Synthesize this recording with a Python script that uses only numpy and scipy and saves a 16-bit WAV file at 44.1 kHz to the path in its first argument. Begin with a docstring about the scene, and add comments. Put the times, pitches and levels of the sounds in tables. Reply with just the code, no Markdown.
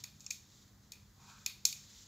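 """Thin steel laminations of a small transformer core, held in the hand, snap apart under a screwdriver.
Each snap is a flurry of tiny random contacts that rings the stack's resonances and the small hard room.
The blade slides up between two plates as resonant noise; fingers and blade rub the steel as soft hiss.
Beneath lie wavering sine lines of mains hum and a steady noise bed of rumble and hiss."""
import sys
import numpy as np
from scipy import signal
from scipy.fft import rfft, irfft
from scipy.io import wavfile

SR = 44100
rng = np.random.default_rng(int(sys.argv[2]) if len(sys.argv) > 2 else 0)


def int16_out(signal):
    """Quantize to a 16-bit WAV file."""
    q = np.round(np.clip(np.atleast_2d(signal).T, -1, 1) * 32767)
    wavfile.write(sys.argv[1], SR, q.astype(np.int16))


N = 91683  # length in samples


def amp(db):
    """Turn decibels into a linear factor."""
    return 10 ** (np.asarray(db) / 20)


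def rms_one(x):
    """Scale a signal or shape to rms 1."""
    return x / np.sqrt(np.mean(x ** 2) + 1e-20)


def at_hz(points, hz):
    """Read a (frequency, level) curve along a logarithmic frequency axis."""
    curve = np.array(points)
    return np.interp(np.log(hz), np.log(curve[:, 0]), curve[:, 1])


def drift(rate_hz):
    """Slow random wander of rms 1: noise through two equal low-pass poles at rate_hz."""
    step = 40  # samples between the computed points
    pole = np.exp(-2 * np.pi * rate_hz * step / SR)
    settle = 2000  # points dropped while the filter settles
    noise = rng.standard_normal(N // step + settle + 2)
    slow = signal.lfilter([1], [1, -2 * pole, pole * pole], noise)[settle:]
    return np.interp(np.arange(N) / step, np.arange(len(slow)), rms_one(slow))


def ring(x, hz, width_hz):
    """A resonance passed twice, so that its flanks fall steeply; white input keeps its power."""
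    radius = np.exp(-np.pi * width_hz / SR)
    angle = 2 * np.pi * hz / SR
    b = (1 - radius * radius) / 2 * np.array([1, 0, -1])
    a = [1, -2 * radius * np.cos(angle), radius * radius]
    once = signal.lfilter(b, a, x + 1e-18)
    return np.sqrt(SR / width_hz / 2) * signal.lfilter(b, a, once)


def coloured(spectrum):
    """Noise shaped by a relative spectrum, brought to a nominal rms of 1."""
    hz = np.maximum(np.arange(N // 2 + 1) * SR / N, 10)
    shape = rms_one(amp(at_hz(spectrum, hz)))
    return irfft(rfft(rng.standard_normal(N)) * shape, N)


# Plates snapping free: (time of the peak [s], level before SNAP_GAIN_DB [dB],
# then relative to it: knock [dB], low ring [dB], middle [dB], high ring [dB], treble [dB],
# rise [s], fall by 60 dB [s], room blow relative to the snap [dB])
SNAPS = [(.0386, -27.5, -33, -26.5, -17.5, -10.5, -22.5, 0.0016, 0.015, -18.5),
         (0.0415, -36, -28, -18, -16, -12.5, -20, 0.0019, 0.014, -41),
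         (0.1963, -49, -36, -34, -23, -9, -22, .0012, 0.018, -24),
         (0.2052, -39, -46, -30.5, -23, -8.5, -27, .0012, 0.032, -16.5),
         (.2438, -41.5, -41, -39, -23, -13, -31, .0013, 0.019, -11),
         (0.2641, -25, -45, -33, -25.5, -9.5, -40, .0015, 0.01, -21.5),
         (0.2664, -39, -40, -17, -21, -6.5, -30, 0.0011, .012, -43),
         (0.3053, -26.5, -43, -23.5, -20, -8.5, -26, 0.00084, 0.017, -40),
         (.3084, -23, -49, -27.5, -18.5, -6, -22, 0.001, 0.0084, -16),
         (0.3097, -32, -43, -15, -17, -15.5, -23, 0.0012, 0.013, -45),
         (0.9199, -34, -47, -24, -17, -10, -20, 0.0025, 0.024, -19.5),
         (0.934, -48, -34, -9, -25, -5, -25, 0.0011, 0.011, -20),
         (1.462, -21.5, -36, -17.5, -10, -5, -15.5, 0.0012, 0.011, -21),
         (1.4643, -29, -32, -23, -19, -11.5, -27, 0.0011, 0.011, -39),
         (1.652, -6.5, -50.5, -38.5, -23.5, -11, -25, 0.00056, 0.022, -19.5),
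         (1.6776, -33.5, -43, -32, -26, -7, -24, 0.00096, .007, -28),
         (1.7265, -28.5, -49, -18.5, -16, -10, -21, 0.0009, 0.019, -24)]
# Broad resonances of the hand-damped stack: (frequency [Hz], width of one pass [Hz], relative level [dB])
STACK = [(847, 680, -3), (1360, 1350, -1), (2126, 610, -9.5), (2466, 275, -2), (2820, 350, -14.5),
         (3860, 810, -5), (4406, 390, -4.5), (4870, 1040, -3.5), (5530, 610, -10), (6490, 610, -6.5),
         (7165, 780, -9.5), (8440, 3500, -7.5), (10620, 1450, -10), (12600, 4100, -6), (14960, 2400, -5.5)]
# Borders between the five level columns of a snap: (frequency [Hz])
ZONE_EDGES_HZ = [1600, 3300, 5300, 8000]
CONTACTS_PER_S, CONTACT_SPREAD_DB = 8000, 2  # within a snap
SNAP_GAIN_DB, THIN_HZ = 4.5, 463  # level of all snaps, high-pass corner


def snaps():
    """Swelling and dying flurries of contacts ring the stack; the room hears each as one blow."""
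    t = np.arange(N) / SR
    hit = rng.random(N) < CONTACTS_PER_S / SR
    polarity = rng.choice([-1, 1], N)
    extra_db = CONTACT_SPREAD_DB * np.minimum(rng.exponential(1, N), 3)
    contacts = rms_one(hit * polarity * amp(extra_db))
    # one drive for each zone: [0] flurries heard directly, [1] single blows for the room
    force = np.zeros((2, 5, N))
    for s, peak_db, *zones_db, rise, fall, room_db in SNAPS:
        swell = np.clip(1 + (t - s) / max(rise, 1e-4), 0, 1) ** 2
        decay = amp(-60 * np.maximum(t - s, 0) / max(fall, 1e-3))
        shape = swell * decay
        levels = amp(peak_db + np.array(zones_db))
        force[0] += levels[:, None] * shape * contacts
        # the blow gathers the flurry's energy into one sample
        force[1, :, int(s * SR)] += levels * amp(room_db) * np.sqrt(np.sum(shape ** 2))
    out = 0
    for k, (hz, width, db) in enumerate(STACK):
        drive = force[:, np.searchsorted(ZONE_EDGES_HZ, hz)]
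        # neighbouring resonances alternate in polarity
        out = out + (-1) ** k * amp(db + SNAP_GAIN_DB) * ring(drive, hz, width)
    return signal.sosfilt(signal.butter(2, THIN_HZ, "high", fs=SR, output="sos"), out)


# Reverberation of the small hard room: (frequency [Hz], decay by 60 dB [s], relative level [dB])
ROOM = [(1010, 0.37, 7.5), (2450, 0.37, 10), (3200, 0.36, 11.5), (4540, 0.41, 1.5), (6900, 0.35, 0.5),
        (10200, 0.29, 9), (14600, 0.28, 6)]
ROOM_GAP_S = 0.0066  # silence before the first reflection


def room(x):
    """Dense reflections as a noise tail that dies band by band."""
    t = np.arange(SR // 2) / SR
    edges = np.geomspace(500, 17000, 15)
    white = rng.standard_normal((2, len(t)))
    hz, t60, db = np.transpose(ROOM)
    tail = 0
    for k, (low, high) in enumerate(zip(edges, edges[1:])):
        # neighbouring bands use different noise
        band = signal.sosfilt(signal.butter(2, [low, high], "band", fs=SR, output="sos"), white[k % 2])
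        centre = np.sqrt(low * high)
        decay_db = -60 * t / np.interp(centre, hz, t60)
        tail = tail + band * amp(np.interp(centre, hz, db) + decay_db)
    response = tail * (t > ROOM_GAP_S) / np.sqrt(SR / 400)
    return signal.fftconvolve(x, response)[:N]


# The blade sliding up between two plates: (time [s], level [dB], centre of the hollow tone [Hz])
SLIDE = [(1.12, -99, 950), (1.2, -70.5, 1050), (1.27, -66.5, 1080), (1.32, -62, 1160), (1.38, -63, 1520),
         (1.44, -73, 1530), (1.499, -67, 1310), (1.58, -95, 1300)]
SLIDE_SPAN_OCTAVES, SLIDE_RING_HZ, SLIDE_RING_DB = 0.69, 2440, -7.5


def slide():
    """Friction noise in the gap: fixed resonances fade over as the hollow tone climbs, then sinks a little."""
    s, db, centre_hz = np.transpose(SLIDE)
    t = np.arange(N) / SR
    centre = np.interp(t, s, centre_hz)
    hollow = 0
    for hz in np.geomspace(780, 1530, num=5):
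        nearness = np.exp(-(np.log2(hz / centre) / SLIDE_SPAN_OCTAVES) ** 2)
        hollow = hollow + nearness * ring(rng.standard_normal(N), hz, 0.14 * hz)
    plate = amp(SLIDE_RING_DB) * ring(rng.standard_normal(N), SLIDE_RING_HZ, 380)
    level_db = np.interp(t, s, db, -140, -140) + 1.7 * drift(25)
    return amp(level_db) * (rms_one(hollow) + plate)


# Fingers and blade rubbing on steel: (time [s], level [dB])
RUB = [(0, -57.5), (.03, -63), (.13, -68), (.42, -70), (.56, -62.5), (.64, -66.5), (.72, -72.5), (.9, -72),
       (1.02, -70), (1.13, -72.5), (1.25, -65), (1.3, -59), (1.38, -63.5), (1.45, -64.5), (1.62, -69),
       (1.78, -60.5), (1.87, -60.5), (2.0, -56), (2.08, -61.5)]
# Colour of the rubbing: (frequency [Hz], relative level per Hz [dB])
RUB_COLOUR = [(1060, -19), (1800, -11.5), (2260, -11), (2720, -12), (3610, -2.5), (5390, -3.5),
              (6710, -0.5), (7420, -2.5), (8360, -22), (9330, -24), (12600, -19), (15300, -22),
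              (16000, -12)]


def rubbing():
    """A soft grainy hiss of coloured noise that swells as the hands shift."""
    s, db = np.transpose(RUB)
    level_db = np.interp(np.arange(N) / SR, s, db) + 1.1 * drift(18)
    return amp(level_db) * coloured(RUB_COLOUR)


# Mains hum lines: (frequency [Hz], middle rms level [dB], rms waver, either sign [dB])
HUM = [(98, -73.5, -3), (197.8, -72.5, 0.5), (146.5, -74.5, -5.2)]


def hum():
    """Mains lines as sines that waver in level."""
    t = np.arange(N) / SR
    out = 0
    for hz, db, waver in HUM:
        level = np.sqrt(2) * amp(db + waver * drift(3.2))  # rms to peak
        out = out + level * np.sin(2 * np.pi * (hz * t + rng.random()))
    return out


# Colour of the room rumble and hiss: (frequency [Hz], relative level per Hz [dB])
AIR = [(21, -25), (35, -2), (123, 0), (171, -14), (205, -6.5), (351, -16.5), (543, -21.5), (617, -23.5),
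       (1000, -21.5), (1860, -24.5), (2010, -23.5), (2220, -32), (5180, -39), (5590, -42), (7230, -35.5),
       (8650, -38.5), (16000, -30.5)]
# Tilt from the mid colour to the side colour, before levelling: (frequency [Hz], added level [dB])
AIR_SIDE = [(60, -39), (110, -20), (200, -13.5), (380, -13.5), (700, -7), (1290, -11), (2380, -5),
            (4400, 17), (8120, -2.5), (15000, 3)]
AIR_DB = -64.5  # rms level of the mid


def air():
    """Steady rumble and hiss: independent coloured noises for mid and side."""
    side_colour = [(hz, db + at_hz(AIR_SIDE, hz)) for hz, db in AIR]
    mid = amp(AIR_DB) * coloured(AIR)
    side = amp(AIR_DB - 8.5) * coloured(side_colour)
    return np.array([mid, side])


def scene():
    """Every source sits in the middle; only the air has width."""
    direct, send = snaps()
    mid, side = air()
    mid = mid + direct + room(send) + slide() + rubbing() + hum()
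    return np.array([mid + side, mid - side])


CUTOFF_HZ = 16800


def record(dry):
    """Weak deep bass, a step down in the top octave's end, then a steep cut."""
    thin = signal.sosfilt(signal.butter(8, 39, "high", fs=SR, output="sos"), dry)
    dull = signal.sosfilt(signal.cheby2(12, 24, 15800, fs=SR, output="sos"), thin)
    return signal.sosfilt(signal.cheby2(14, 50, CUTOFF_HZ, fs=SR, output="sos"), dull)


dry = scene()
out = record(dry)
int16_out(out)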